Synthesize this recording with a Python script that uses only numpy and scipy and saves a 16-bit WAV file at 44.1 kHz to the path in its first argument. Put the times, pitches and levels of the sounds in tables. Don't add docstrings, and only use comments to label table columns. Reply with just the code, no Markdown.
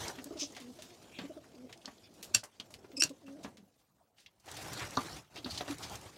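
import sys
import numpy as np
from scipy import signal
from scipy.fft import rfft, irfft
from scipy.io import wavfile
from scipy.ndimage import uniform_filter1d

SR = 44100
rng = np.random.default_rng(int(sys.argv[2]) if len(sys.argv) > 2 else 0)


def put_to_file(sound):
    columns = np.atleast_2d(sound).T
    safe = np.clip(columns, -1, 1)
    whole_steps = np.round(safe * 32767)
    wavfile.write(sys.argv[1], SR, whole_steps.astype(np.int16))


N = 272097


def gain_of(db):
    return 10 ** (np.asarray(db) / 20)


def evened(x):
    return x / np.sqrt(np.mean(x ** 2) + 1e-20)


def read(points, hz):
    f, value = np.transpose(points)
    return np.interp(np.log(hz + 1), np.log(f + 1), value)


def add(mix, s, sound):
    part = mix[max(round(s * SR), 0):][:len(sound)]
    part += sound[:len(part)]


def play(mix, rows, source):
    for row in rows:
        add(mix, *source(*row))


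def columns(rows):
    s, *rest = np.transpose(rows)
    t = np.arange(s[0], s[-1], 1 / SR)
    return t, *(np.interp(t, s, c) for c in rest)


def wander(size, smooth_s):
    span = max(int(smooth_s * SR), 1)
    return evened(uniform_filter1d(uniform_filter1d(rng.standard_normal(size), span), span))


def grainy(size, hz, octaves, grain_db, skirt):
    f = np.fft.rfftfreq(size, 1 / SR) + 1
    colour = np.exp(-.5 * (np.log2(f / hz) / octaves) ** 2) + skirt * f / (f + hz)
    hump = evened(irfft(rfft(rng.standard_normal(size)) * colour))
    return hump * gain_of(grain_db * wander(size, 0.00052))


def noise(spectrum, patchy_db, flicker_db):
    frames, hz_bins = N // 128 + 5, 257
    patches = uniform_filter1d(rng.standard_normal((hz_bins, frames)), 6, axis=0)
    patches = evened(uniform_filter1d(patches, 12, axis=1))
    flicker = evened(uniform_filter1d(rng.standard_normal(frames), 3))
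    field = gain_of(patchy_db * patches + flicker_db * flicker)
    white = rfft(rng.standard_normal(N))
    coloured = irfft(white * gain_of(read(spectrum, np.fft.rfftfreq(N, 1 / SR))), N)
    z = signal.stft(coloured, nperseg=512, noverlap=384)[2]
    return evened(signal.istft(z * field[:, :z.shape[1]], nperseg=512, noverlap=384)[1][:N])


# t/s, level/dB,
# pitch about a third of the way in f/Hz, octave against the note level/dB, length t/s
SHORT_LOW_NOTES = [(0.261, -42, 290, -7, 0.028), (0.311, -34, 333, -11, 0.018),
                   (0.358, -38, 322, -8, 0.029), (0.422, -36, 301, -9.5, 0.029),
                   (1.24, -39, 285, -11, 0.03), (1.299, -39.5, 324, -4, 0.028),
                   (1.369, -40, 323, -4.5, 0.025), (2.905, -48, 355, -16.5, 0.018),
                   (2.936, -47, 267, -7, 0.034), (2.977, -39, 278, -8, 0.031),
                   (3.024, -35, 319, -13, 0.036), (3.104, -40, 278, -5.5, 0.0246),
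                   (3.585, -49.5, 214, -15.5, 0.036), (3.63, -51.5, 201, -18.5, 0.023),
                   (5.385, -45, 318.5, -21, 0.033), (5.702, -31.5, 302.5, -27, 0.032)]
RASP_DB = -23.5


def note(s, db, hz, octave_db, length):
    u = np.arange(0, 1, 1 / (length * SR))
    turn = 2 * np.pi * np.cumsum(hz * (1.08 - 0.23 * u)) / SR
    dip = 1 - .5 * np.exp(-((u - .45) / 0.3) ** 2)
    low = np.sin(np.pi * u ** 0.46) * dip * np.sin(turn)
    octave = gain_of(octave_db) * np.sin(2 * turn + 2.7)
    rasp = gain_of(RASP_DB) * wander(len(u), 0.002607) * (np.sin(4 * turn) + 0.318 * np.sin(3 * turn))
    return s - .003, gain_of(db) * (low + np.sin(np.pi * u) ** 2 * (octave + rasp))


# start t/s, length t/s, level at the end of the swell/dB, held pitch f/Hz,
# opening pitch f/Hz, late lift f/Hz, octave against the note before the crop level/dB
HELD_NOTES = [(0.316, 0.034, -48.5, 410, 434, 2.5, -12), (0.586, 0.14, -50.5, 242, 363, 7.9, -9),
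              (0.753, 0.037, -59, 370, 358, 3, -7), (0.884, 0.06, -57.5, 358, 370, 3, -1),
              (1.537, 0.13, -53.5, 244.6, 341, 17, -7), (1.698, 0.115, -72, 337, 317, 9.8, 8),
              (3.213, .19, -53.5, 276, 374.6, 40, -5)]
DROP_S, SWELL_DB, EDGE_S = 0.0357, 5, .008
LIFT_BEFORE_END_S, LIFT_S, LAST_SAG, LAST_SAG_S = 0.035, 0.017, 0.13, 0.0079
CROP_HZ, CROP_OCTAVES = 527, 0.36


def held(s, length, db, hz, opening_hz, lift_hz, octave_db):
    t = np.arange(0, length, 1 / SR)
    left = length - t
    pitch = hz + (opening_hz - hz) * np.cos(np.pi / 2 * np.minimum(t / DROP_S, 1)) ** 2
    pitch += lift_hz * np.exp(-((left - LIFT_BEFORE_END_S) / LIFT_S) ** 2)
    pitch -= LAST_SAG * hz * np.exp(-left / LAST_SAG_S)
    turn = 2 * np.pi * np.cumsum(pitch * (1 + .008 * wander(len(t), .006))) / SR
    crop = np.exp(-.5 * (np.log2(2 * pitch / CROP_HZ) / CROP_OCTAVES) ** 2)
    tremble = gain_of(1.5 * wander(len(t), .007))
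    edges = np.minimum(np.minimum(t, left) / EDGE_S, 1)
    shape = gain_of(db + SWELL_DB * (t / length - 1.0)) * edges
    tone = np.sin(turn) + crop * gain_of(octave_db) * np.sin(2 * turn + 0.795)
    return s, np.sqrt(2) * shape * tremble * tone


# release t/s, relative level/dB, rise t/s,
# fall of the crack t/s (both to 1/e), tilt/dB per octave
SNAPS = [(2.345, -29, 0.0017, 0.0019, -8), (2.348, -16.5, 0.001159, 0.001012, -6.5),
         (2.3481, -8, 0.00044, 0.001, 1.5), (2.351, -13.5, 0.00039, 0.0023, -7.5),
         (3.0227, -11, 0.00042, 0.0016, -8), (3.0373, -13.5, 0.0016, 0.0025, -2)]
# f/Hz, level before the tilt/dB, t60/s
HARD_MODES = [(1570.7, -20.5, .008), (2730, -6.5, 0.0085), (4100, -12, 0.0041), (4550, -7, 0.015),
              (5720, 2, 0.019), (6950, -7, 0.0088), (7440, -4.5, 0.017), (9520, -19.5, .005),
              (11600, -15, 0.005)]


def snap(s, db, rise, fall, tilt_db):
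    t = np.arange(4096) / SR - .01
    swell, after = np.exp(np.minimum(t, 0) / rise), np.maximum(t, 0)
    modes = np.zeros(len(t))
    for hz, level_db, t60 in HARD_MODES:
        level = gain_of(level_db + tilt_db * np.log2(hz / 5000) - 60 * after / t60)
        modes += level * np.cos(2 * np.pi * hz * t + rng.normal(0, 1.0))
    crack = grainy(size=len(t), hz=5900.0, octaves=.6, grain_db=1.0, skirt=.012) * np.exp(-after / fall)
    return s + t[0], .5 * gain_of(db) * swell * (modes + 0.63 * crack)


# start t/s, length t/s, opening slip rate f/Hz, climb/Hz per s, level/dB
SQUEAKS = [(2.959, 0.036, 2627, -2500, -40.5), (2.994, 0.027, 2585, 7499.5, -27.5)]
# multiple of the slip rate, relative level/dB
SLIP_PARTIALS = [(1, -8), (2, 4), (3, -9.5), (4, -20.5)]


def squeak(s, length, hz, climb, db):
    t = np.arange(0, length, 1 / SR)
    rate = (hz + climb * t) * (1 + 0.02 * wander(len(t), 0.0012))
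    turn = 2 * np.pi * np.cumsum(rate) / SR
    tone = sum(gain_of(level_db) * np.sin(k * turn) for k, level_db in SLIP_PARTIALS)
    uneven = gain_of(3.5 * wander(len(t), 0.0011))
    return s, gain_of(db) * uneven * evened(tone) * np.sin(np.pi * (t / length) ** 0.96) ** 2.3


# t/s, relative level/dB, centre f/Hz, spread/octaves, t60/s
SCRATCHES = [(.08, -23.5, 5400, .5, 0.035), (.187, -32.5, 2150, 0.61, 0.048),
             (.242, -31, 8040, 0.87, 0.021), (0.369, -40.5, 3960, 0.57, 0.52),
             (0.3955, -33, 5200, 0.56, 0.35), (.4694, -56, 6440, .7, .083),
             (0.521, -42.5, 6500, 0.39, .046), (0.548, -41, 3450, .7, 0.17),
             (0.5651, -33.5, 2820, 0.83, .11), (.6, -39, 3340, 0.99, 0.18),
             (0.7877, -45.5, 4160, 0.63, 0.28), (.821, -37, 3230, 1.17, 0.16),
             (.8992, -50, 2370, 1.172, .16), (1.1866, -33, 3380, 0.36, 0.14),
             (1.2518, -43, 1870, 0.965, 0.087), (1.442, -49.5, 1660, 0.4, 0.095),
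             (1.695, -47.5, 1660, 1.172, .13), (1.726, -34, 3170, 0.8, 0.063),
             (1.7747, -45, 5077, .67, 0.034), (1.8153, -49, 3070, 0.23, 0.087),
             (1.8565, -28.5, 4350, 0.46, 0.023), (1.881, -50, 1630, .6, 0.083),
             (1.981, -46, 4000, 0.2, 0.027), (2.139, -51, 5620, .78, 0.23),
             (2.2275, -30.5, 4660, 1.08, .135), (2.317, -59, 5630, 0.55, .057),
             (2.4364, -34, 6400, 0.62, .09), (2.599, -27, 3470, 0.62, 0.043),
             (2.705, -47.5, 6120, 0.651, 0.27), (2.7394, -34.5, 2760, 1.14, 0.058),
             (2.8462, -64.5, 2070, .83, 0.096), (2.916, -46, 2300, 1, 0.061),
             (3.0926, -37, 4397, .8, 0.069), (3.265, -50.5, 2640, 1.1725, 0.13),
             (3.4391, -37.5, 5472, 0.29, 0.046), (3.5703, -44.5, 2690, 1, 0.1),
             (4.1822, -50, 2740, 0.84, 0.13), (4.2015, -51.5, 4900, 0.81, 0.0944),
             (4.2612, -36.5, 3140, 0.49, 0.048), (4.3982, -54, 5250, 0.81, 0.1),
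             (4.4578, -47.5, 5926, 0.84, .076), (4.4852, -39, 3160, 0.48, 0.071),
             (4.566, -35.5, 3140, 1, 0.3), (4.7318, -27.5, 6000, .73, .05),
             (4.9521, -37, 5050, 0.34, 0.0615), (4.9703, -19.5, 4460, 0.34, 0.022),
             (5.028, -43, 6120, 0.38, .073), (5.359, -36, 3340, .73, 0.049), (5.373, -38, 4250, .35, .062),
             (5.445, -24.5, 3860, .3, 0.034), (5.4606, -37.5, 3874, 0.25, 0.19),
             (5.506, -33, 4360, 0.74, 0.24), (5.5756, -26, 4061, .64, 0.092),
             (5.6084, -32.5, 3760, 0.19, 0.077), (5.677, -39, 4560, 0.54, 0.0933),
             (5.8232, -46, 4588, 0.4276, .075), (5.9546, -33.5, 6140, 0.34, .05)]
SCRATCH_RISE_S = .0025


def burst(s, db, hz, octaves, t60):
    t = np.arange(8192) / SR
    after = np.maximum(t - SCRATCH_RISE_S, 0)
    rise = np.minimum(t / SCRATCH_RISE_S, 1) ** 2
    shape = rise * gain_of(-60 * after / t60) * (0.4 + 0.17 * np.exp(-after / 0.0021))
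    grains = grainy(size=8192, hz=hz, octaves=octaves, grain_db=2.0, skirt=0.03162)
    return s - .5 * SCRATCH_RISE_S, .5 * gain_of(db) * grains * shape


# first t/s, last t/s, rate/strokes per s, relative level/dB
WING_STROKES = [(4.514, 4.93, 17.8, -34), (5.783, 6.03, 17.5, -35.5)]
STROKE_HZ, STROKE_OCTAVES, STROKE_T60, STROKE_SPREAD_DB = 5600, 0.68, 0.023, -2.5


def strokes(first, last, per_s, db):
    return [burst(s, db + STROKE_SPREAD_DB * rng.standard_normal(), STROKE_HZ, STROKE_OCTAVES, STROKE_T60)
            for s in np.arange(first, last, 1 / per_s)]


# t/s, length t/s, relative level/dB, centre f/Hz, spread/octaves
SWELLING_SCRAPES = [(0.382, 0.12, -32.5, 5720, 0.18), (0.387, 0.11, -39, 3350, 0.42),
                    (1.109, 0.19, -51, 2496, 0.1384), (1.134, 0.093, -53, 3464, 0.16),
                    (2.025, 0.071, -62, 2394, 0.11), (2.031, 0.0785, -58.5, 3441, 0.0628),
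                    (2.028, 0.067, -56.5, 4921, 0.1265), (2.337, 0.07, -32, 4280, 0.79),
                    (2.362, 0.085, -44, 4830, 0.6), (0.298, 0.071, -61, 1210, 0.0918),
                    (2.971, 0.01805, -42, 6368, 0.5), (2.995, 0.023, -35.5, 7400, 0.41),
                    (3.027, 0.088, -43, 4480, 0.85), (3.257, 0.0492, -55, 2730, 0.055),
                    (3.429, 0.031, -48.5, 4270, 0.86), (3.77, 0.11, -70, 3990, 0.96),
                    (3.976, 0.052, -73, 1188, 0.364), (4.155, 0.17, -61, 3440, 0.96),
                    (4.788, 0.12, -36.5, 1420, 0.79), (5.353, 0.082, -43.5, 3400, 0.403),
                    (5.491, 0.06754, -39.5, 4447, 0.12), (5.53, 0.085, -40.5, 4230, 0.569),
                    (5.572, 0.037, -38, 4030, 0.093), (5.824, 0.04, -39, 3950, 0.61)]


def swelling_scrape(s, length, db, hz, octaves):
    u = np.arange(8192) / (length * SR)
    shape = np.sin(np.pi * np.minimum(u, 1) ** 0.54) ** 3.2
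    return s, .5 * gain_of(db) * grainy(size=8192, hz=hz, octaves=octaves, grain_db=-0.5, skirt=.02) * shape


# t/s, relative level/dB, pitch f/Hz, rattle relative level/dB
LOW_THUDS = [(.184, -38.5, 252, -2), (.569, -44, 730, 0.5), (.789, -44.5, 610, -5),
             (1.189, -35.5, 232, -0.3), (1.214, -38, 183.6, -2.5), (1.694, -50.5, 705, 2.5),
             (1.848, -50, 223, 3.5), (1.878, -41.5, 219, 2), (2.347, -37.5, 215, 1.5),
             (2.357, -39.5, 110, -19), (2.434, -50, 580, 9.5), (2.599, -45.5, 218, 0.5),
             (2.705, -50.5, 596, -4), (2.844, -45, 368, -2.5), (3.048, -38.5, 149, -2.5),
             (3.281, -44, 215, -3.5), (3.446, -33.5, 218, -1.2), (4.478, -44.5, 770, 2.5),
             (4.719, -39.5, 136, 3.5), (4.813, -46, 101, -12), (4.98, -38, 131, 3), (5.365, -44, 693, 3.5),
             (5.446, -37, 311, -13), (5.46, -31, 236, -2), (5.607, -35, 707, 4.5), (5.679, -39.5, 293, 4),
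             (5.919, -40.5, 787, -13), (6.058, -46, 98, -8)]
THUD_T60 = 0.098


def thud(s, db, hz, rattle_db):
    t = np.arange(8192) / SR
    tone = np.sin(2 * np.pi * hz * t * (1 + 0.044 * np.exp(-t / .02))) * np.exp(-t * hz / 18)
    rattle = .5 * gain_of(rattle_db) * grainy(size=8192, hz=580.0, octaves=1.5, grain_db=2.0, skirt=.01)
    return s - .002, gain_of(db - 60 * t / THUD_T60) * np.minimum(t / 0.0036, 1) * (tone + rattle)


# f/Hz, relative level/dB, t60/s
BOX_MODES = [(135, -13, .07), (260, -9, .06), (480, -11, .04), (800, -10, .025), (1044, -1, .036),
             (1184, 0, .04), (1378, -7, .04), (4040, 1, .012), (4380, 0, .012), (5300, 1, .01),
             (5900, -1, .01)]


def ring(modes):
    t = np.arange(4000) / SR
    return sum(gain_of(db - 60 * t / t60) * np.sin(2 * np.pi * hz * t) for hz, db, t60 in modes)


# t/s, relative level/dB, contact t/s before 3 added samples
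BOX_KNOCKS = [(4.9711, -28, .0001), (4.9743, -15.5, .0004), (4.9756, -45, .0001)]


def knock(s, db, contact):
    push = np.hanning(round(contact * SR) + 3)
    sound = signal.fftconvolve(ring(BOX_MODES), push / push.sum())
    return s, .5 * gain_of(db) * signal.sosfilt(signal.butter(2, 110, "high", fs=SR, output="sos"), sound)


# t/s, feather rustle level/dB, air pushed before the beat level/dB
WING_BURSTS = [
    [(0, -49, -54), (.05, -44.5, -56), (.07, -49, -58), (.1, -46.5, -61), (.15, -63, -69), (.19, -60, -60)],
    [(4.435, -73, -78), (4.49, -52, -60.5), (4.66, -49, -53.5), (4.83, -47, -52), (4.9, -51.5, -58),
     (5.04, -48, -61), (5.13, -51.5, -49), (5.18, -50.5, -54), (5.22, -62.5, -66), (5.3, -79, -72)],
    [(5.3, -67, -74.5), (5.38, -56, -55), (5.425, -62.5, -65), (5.48, -55, -48), (5.55, -52.5, -56),
     (5.615, -52, -56), (5.645, -57.5, -61), (5.71, -46, -54), (5.77, -60, -50)],
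    [(5.77, -57.5, -65), (5.84, -46.5, -53), (5.88, -54, -50), (5.95, -48.5, -53), (6.0, -60, -55.5),
     (6.06, -52, -72), (6.11, -62, -64), (6.17, -56, -62)],
]
BEATS_PER_S, BEAT_DB = 10, 1.5


def wing_bursts():
    rustle, air = levels = np.zeros((2, N))
    for rows in WING_BURSTS:
        during, *burst_db = columns(rows)
        for level, db in zip(levels, burst_db):
            add(level, during[0], gain_of(db))
    t = np.arange(N) / SR
    return rustle, air * gain_of(BEAT_DB * np.cos(2 * np.pi * BEATS_PER_S * (t - 4.63)))


CRACKLE_PER_S, CRACKLE_DB, CRACKLE_SPREAD_DB = 300, -13, 4.3


def crackle():
    size = gain_of(CRACKLE_DB + CRACKLE_SPREAD_DB * np.minimum(rng.exponential(1, N), 4))
    size = size * (rng.random(N) < CRACKLE_PER_S / SR)
    kind, t, out = rng.integers(0, 8, N), np.arange(256) / SR, np.zeros(N)
    for k, hz in enumerate(np.geomspace(1200, 9000, 8)):
        tick = grainy(size=256, hz=hz, octaves=0.31, grain_db=5, skirt=0.0485) * np.exp(-t / 0.00097)
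        out += signal.oaconvolve(size * (kind == k), tick)[:N]
    return out


# t/s, bodies and far cooing level/dB, feather rustle level/dB
SHUFFLE = [(0.0, -57, -55), (0.16, -56.5, -59.5), (0.62, -62.5, -62), (1.26, -60, -62.5), (1.41, -63, -67),
           (1.73, -60.5, -68.5), (1.88, -70, -65.5), (2.09, -64.5, -68), (2.3, -56, -63),
           (2.43, -83, -73.5), (2.65, -63.5, -68), (2.81, -61, -71), (3.23, -68, -69.5), (3.47, -55, -64.5),
           (3.58, -68.5, -76.5), (3.82, -83, -81.5), (4.21, -81, -86), (4.45, -82, -76.5)]


def shuffle():
    s, *levels_db = np.transpose(SHUFFLE)
    return [gain_of(np.interp(np.arange(N) / SR, s, db)) for db in levels_db]


# f/Hz, relative level/dB per Hz
AIR_SPECTRUM = [(25, -24), (60, -6), (100, 0.5), (160, -4.5), (300, -28.5), (600, -57.5)]
BODY_SPECTRUM = [(80, -36), (180, 3.5), (320, 3), (700, -1.5), (1000, -14.5), (1600, -24.5), (3000, -47.5)]
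FLAP_SPECTRUM = [(80, -36), (180, -3.5), (320, 1.5), (500, -1), (750, 1.5), (1100, -5.5), (1800, -10.5),
                 (3000, -45)]
FEATHER_SPECTRUM = [(180, -27.5), (300, 1.5), (488, -12.5), (767, -6.5), (923, -7.5), (1070, -8),
                    (1500, -9.5), (2320, -10), (6340, -10.5), (15200, -26.5), (16500, -45.5)]
AIR_DB, FLAP_DB = -6.5, -1.5


def stir():
    bodies, feathers = shuffle()
    rustle, air = wing_bursts()
    crisp = gain_of(1.0 * wander(N, 0.0053))
    pushed = np.hypot(gain_of(AIR_DB) * bodies, air) * noise(AIR_SPECTRUM, patchy_db=1.0, flicker_db=-1.0)
    moving = bodies * noise(BODY_SPECTRUM, patchy_db=2., flicker_db=1.5)
    flap = gain_of(FLAP_DB) * rustle * noise(FLAP_SPECTRUM, patchy_db=3.5, flicker_db=1.5)
    quills = rustle * crackle()
    barbs = np.hypot(feathers, rustle) * crisp * noise(FEATHER_SPECTRUM, patchy_db=3.0, flicker_db=1.5)
    return pushed + moving + flap + quills + barbs


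# f/Hz, t60/s
LOFT_DECAY = [(100, 0.14), (500, 0.16), (3000, 0.087), (12000, 0.048)]


def loft(x):
    taps = np.zeros(SR // 2)
    at = np.arange(200, len(taps) - 20, 20)
    taps[at + rng.integers(0, 20, len(at))] = rng.choice([-1., 1.], len(at))
    hz, t, z = signal.stft(taps, SR, nperseg=256)
    tail = signal.istft(z * gain_of(-60 * t / read(LOFT_DECAY, hz)[:, None]), SR, nperseg=256)[1]
    return signal.fftconvolve(x, tail / np.linalg.norm(tail))[:N]


# f/Hz, relative level/dB per Hz
MURMUR_SPECTRUM = [(15, -40), (25, -5), (32, -10.5), (65, 1.5), (202, -3.5), (368, -14.5), (726, -4),
                   (1180, -10.5), (1930, -25.5), (6550, -25), (16500, -21.5)]


def faint_murmur():
    return gain_of(-75) * noise(MURMUR_SPECTRUM, patchy_db=6.0, flicker_db=2.0)


def scene():
    coos, claws, near = np.zeros((3, N))
    play(coos, SHORT_LOW_NOTES, note)
    play(coos, HELD_NOTES, held)
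    play(near, SNAPS, snap)
    play(near, SQUEAKS, squeak)
    play(claws, SCRATCHES, burst)
    for row in WING_STROKES:
        for flick in strokes(*row):
            add(claws, *flick)
    play(claws, SWELLING_SCRAPES, swelling_scrape)
    play(claws, LOW_THUDS, thud)
    play(claws, BOX_KNOCKS, knock)
    echoes = loft(gain_of(-14.0) * coos + gain_of(-11.5) * claws + gain_of(-10) * near)
    return (coos + claws + near + echoes + stir() + faint_murmur())[None]


EDGE_HZ = 16150


def record(dry):
    thin = signal.sosfilt(signal.butter(2, 45, "high", fs=SR, output="sos"), dry)
    return signal.oaconvolve(thin, signal.firwin(511, EDGE_HZ, window=("kaiser", 9), fs=SR)[None], "same")


dry = scene()
out = record(dry)
put_to_file(out)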